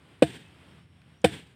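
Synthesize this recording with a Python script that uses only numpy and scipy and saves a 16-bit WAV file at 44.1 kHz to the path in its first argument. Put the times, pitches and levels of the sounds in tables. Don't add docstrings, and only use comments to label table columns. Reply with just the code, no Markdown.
import sys
import numpy as np
from scipy import signal
from scipy.fft import rfft, irfft
from scipy.io import wavfile
from scipy.ndimage import uniform_filter1d

SR = 44100
rng = np.random.default_rng(int(sys.argv[2]) if len(sys.argv) > 2 else 0)


def volts(x):
    e = np.asarray(x, float) / 20
    return 10 ** e


def transcribe(signal):
    frames = np.atleast_2d(signal).T
    limited = np.clip(frames, -1, 1)
    pcm = np.round(limited * 32767).astype(np.int16)
    wavfile.write(sys.argv[1], SR, pcm)


N = 68355

# pitch_hz, level_db, t60_s
LOG_MODES = [(145.7, -1.3, .092), (206.8, 5.3, .053), (315.7, -11.6, .109), (479.1, 9.5, .028),
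             (683.9, .3, .099), (755, -20, .032), (950, -34, .04), (1500, -31, .025), (2500, -21, .014),
             (3000, -28, .02), (3570, -35, .06)]
SPLIT_HZ = 720


def level(x, rms_db):
    return x * volts(rms_db) / np.sqrt(np.mean(x ** 2))


def colour(x, points):
    hz, db = np.array(points, float).T
    f = np.maximum(np.arange(len(x) // 2 + 1) * SR / len(x), 1)
    gain = volts(np.interp(np.log(f), np.log(hz), db))
    return irfft(rfft(x) * gain, len(x))


def since(start_s):
    return np.maximum(np.arange(N) / SR - start_s, 0)


def fade(t, t60_s):
    return np.exp(-np.log(1000) * t / t60_s)


def walk(rate_hz):
    hold = int(SR / rate_hz)
    steps = np.repeat(rng.standard_normal(N // hold + 1), hold)
    return uniform_filter1d(uniform_filter1d(steps, hold), hold)[:N]


def rings(modes, place):
    half_wave_hz = 155
    t = np.arange(SR // 3) / SR
    out = 0
    for hz, db, t60_s in modes:
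        shape = np.cos(np.pi * hz / half_wave_hz * place)
        out = out + volts(db) * shape * np.sin(2 * np.pi * hz * t) * fade(t, t60_s)
    return out


def log_jolts():
    # start_s, level_db, push_ms, place (0-1 along the log)
    jolts = [(.22265, -8.6, .2, .379), (.22524, -12, .2, .379), (.22623, -5.9, .2, .379),
             (1.24154, -11.7, .9, .439), (1.24531, -5, .9, .439), (1.24746, -10.3, .9, .439)]
    radiates_from_hz = 120
    low_modes = [m for m in LOG_MODES if m[0] < SPLIT_HZ]
    out = 0
    for start_s, db, push_ms, place in jolts:
        travel = np.minimum(since(start_s) * 1000 / push_ms, 1)
        push = np.diff(travel, prepend=0)
        out = out + volts(db) * signal.fftconvolve(push, rings(low_modes, place))[:N]
    return signal.lfilter(*signal.butter(3, radiates_from_hz, "high", fs=SR), out)


def grain_snaps():
    # start_s, level_db
    snap_list = [(0.2264, 5.5), (1.2470, 10.5)]
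    from_hz, top_hz = 450, 4500
    ring = rings([m for m in LOG_MODES if m[0] > SPLIT_HZ], 0)
    x = sum(volts(db) * np.pad(ring, (int(start_s * SR), N))[:N] for start_s, db in snap_list)
    return signal.lfilter(*signal.butter(2, [from_hz, top_hz], "band", fs=SR), x)


def crack(start_s, crack_db):
    # (per Hz, relative)
    crack_spectrum = [(530, -38.5), (900, -11), (1250, -8), (1680, 2.5), (2000, -4.5), (2540, -2),
                      (3300, -3), (4600, -11.5), (5200, -13.5), (6560, -24.5), (8500, -5), (9500, -16),
                      (11100, -26.5), (14900, -28), (16000, -36)]
    rise_s, t60_s = 0.0035, 0.05
    splinter_db, splinter_t60_s, splinters_per_s = -4, 0.12, 9300
    t = since(start_s)
    rise = np.minimum(t / rise_s, 1)
    noise = rng.standard_normal(N)
    fibres = rise ** 2 * fade(np.maximum(t - rise_s, 0), t60_s) * noise
    hits = rng.random(N) < splinters_per_s / SR
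    impulses = rng.standard_normal(N) * hits * np.sqrt(SR / splinters_per_s)
    splinters = volts(splinter_db) * rise * fade(t, splinter_t60_s) * impulses
    steady_rms = np.std(colour(noise, crack_spectrum))
    return volts(crack_db) * colour(fibres + splinters, crack_spectrum) / steady_rms


def thud(start_s, thud_db):
    thud_hz, late_s, rise_s, t60_s = 86, 0.0091, 0.0092, 0.13
    t = since(start_s + late_s)
    envelope = (1 - np.exp(-t / rise_s)) * fade(t, t60_s)
    return volts(thud_db) * envelope * np.sin(2 * np.pi * thud_hz * t)


def wash(start_s, wash_db, hold_s):
    # (per Hz, relative)
    wash_spectrum = [(35, -44), (60, -11), (110, -4), (156, -1.5), (227, -8.5), (437, -9.5), (621, -24),
                     (822, -18), (1200, -27.5), (1620, -16.5), (2400, -17.5), (3400, -15.5), (4300, -25.5),
                     (6430, -35.5), (8700, -24.5), (9700, -36.5), (12300, -44), (14900, -41), (16000, -63)]
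    swell_start_s, peak_s = 0.02, 0.065
    bright_t60_s, dull_t60_s, split_hz = 0.46, 0.47, 4000
    t = since(start_s)
    swell = np.clip((t - swell_start_s) / (peak_s - swell_start_s), 0, 1)
    late = np.maximum(t - peak_s - hold_s, 0)
    noise = level(colour(rng.standard_normal(N), wash_spectrum), wash_db)
    noise = noise * volts(2.5 * walk(90))
    dull = signal.lfilter(*signal.butter(2, split_hz, fs=SR), noise)
    bright = noise - dull
    return swell * (dull * fade(late, dull_t60_s) + bright * fade(late, bright_t60_s))


def blows():
    # start_s, crack_db, thud_db, wash_db, wash_hold_s
    blow_list = [(0.2211, -26, -28, -44, 0.057), (1.2416, -21, -21, -40, 0.013)]
    out = 0
    for start_s, crack_db, thud_db, wash_db, hold_s in blow_list:
        out = out + crack(start_s, crack_db) + thud(start_s, thud_db) + wash(start_s, wash_db, hold_s)
    return out


def blade_ring():
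    # start_s, level_db, pitch_hz, t60_s
    blade_mode = (.445, -58, 2600, .3)
    start_s, db, hz, t60_s = blade_mode
    t = since(start_s)
    return volts(db) * fade(t, t60_s) * np.sin(2 * np.pi * hz * t)


def ticks():
    # start_s, level_db, pitch_hz, t60_s
    tick_list = [(0.195, -68.5, 8500, 0.018), (.483, -62, 5584, 0.015), (1.018, -52.5, 1960, 0.022),
                 (1.217, -59, 5940, 0.019)]
    band_ratio = 1.3
    out = 0
    for start_s, db, hz, t60_s in tick_list:
        band = signal.butter(2, [hz / band_ratio, hz * band_ratio], "band", fs=SR)
        hiss = signal.lfilter(*band, rng.standard_normal(N))
        t = since(start_s)
        out = out + level(hiss, db) * fade(t, t60_s) * (t > 0)
    return out


def whistle():
    # time_s, pitch_hz, level_db
    glide = [(.5, 5400, -88), (.75, 5420, -83), (1.1, 5480, -83), (1.2, 5720, -78), (1.235, 5600, -88)]
    t = np.arange(N) / SR
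    time_s, hz, db = np.array(glide, float).T
    pitch_hz = np.interp(t, time_s, hz) * (1 + 0.018 * walk(410))
    level_db = np.interp(t, time_s, db, -140, -140) + 4 * walk(49.44)
    return volts(level_db) * np.sin(2 * np.pi * np.cumsum(pitch_hz) / SR)


def air():
    # (per Hz, relative)
    air_spectrum = [(18, -48), (30, -22), (44, -25), (75, 1.5), (124, -2.5), (165, -0.5), (220, -9.5),
                    (300, -11.5), (473, -18.5), (780, -21), (3200, -22), (4400, -33), (4800, -33),
                    (5400, -38), (6100, -44), (7500, -40.5), (8500, -33.5), (9500, -37), (10200, -45.5),
                    (11200, -41.5), (12300, -50.5), (14900, -53.5), (16000, -50.5)]
    air_db, split_hz = -56.5, 350
    x = colour(rng.standard_normal(N), air_spectrum)
    rumble = signal.lfilter(*signal.butter(2, split_hz, fs=SR), x)
    hiss = x - rumble
    return level(rumble * volts(2.5 * walk(4.7)) + hiss * volts(3.7 * walk(12)), air_db)


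def scene():
    chop = log_jolts() + grain_snaps() + blows()
    return (chop + blade_ring() + ticks() + whistle() + air())[None]


def roll_off(x):
    return signal.sosfilt(signal.butter(12, 16460, fs=SR, output="sos"), x)


def record(dry):
    mic_low_hz, ceiling = 55, 1.15
    x = signal.lfilter(*signal.butter(2, mic_low_hz, "high", fs=SR), dry)
    mix = ceiling * np.tanh(x / ceiling)
    return roll_off(mix)


dry = scene()
out = record(dry)
transcribe(out)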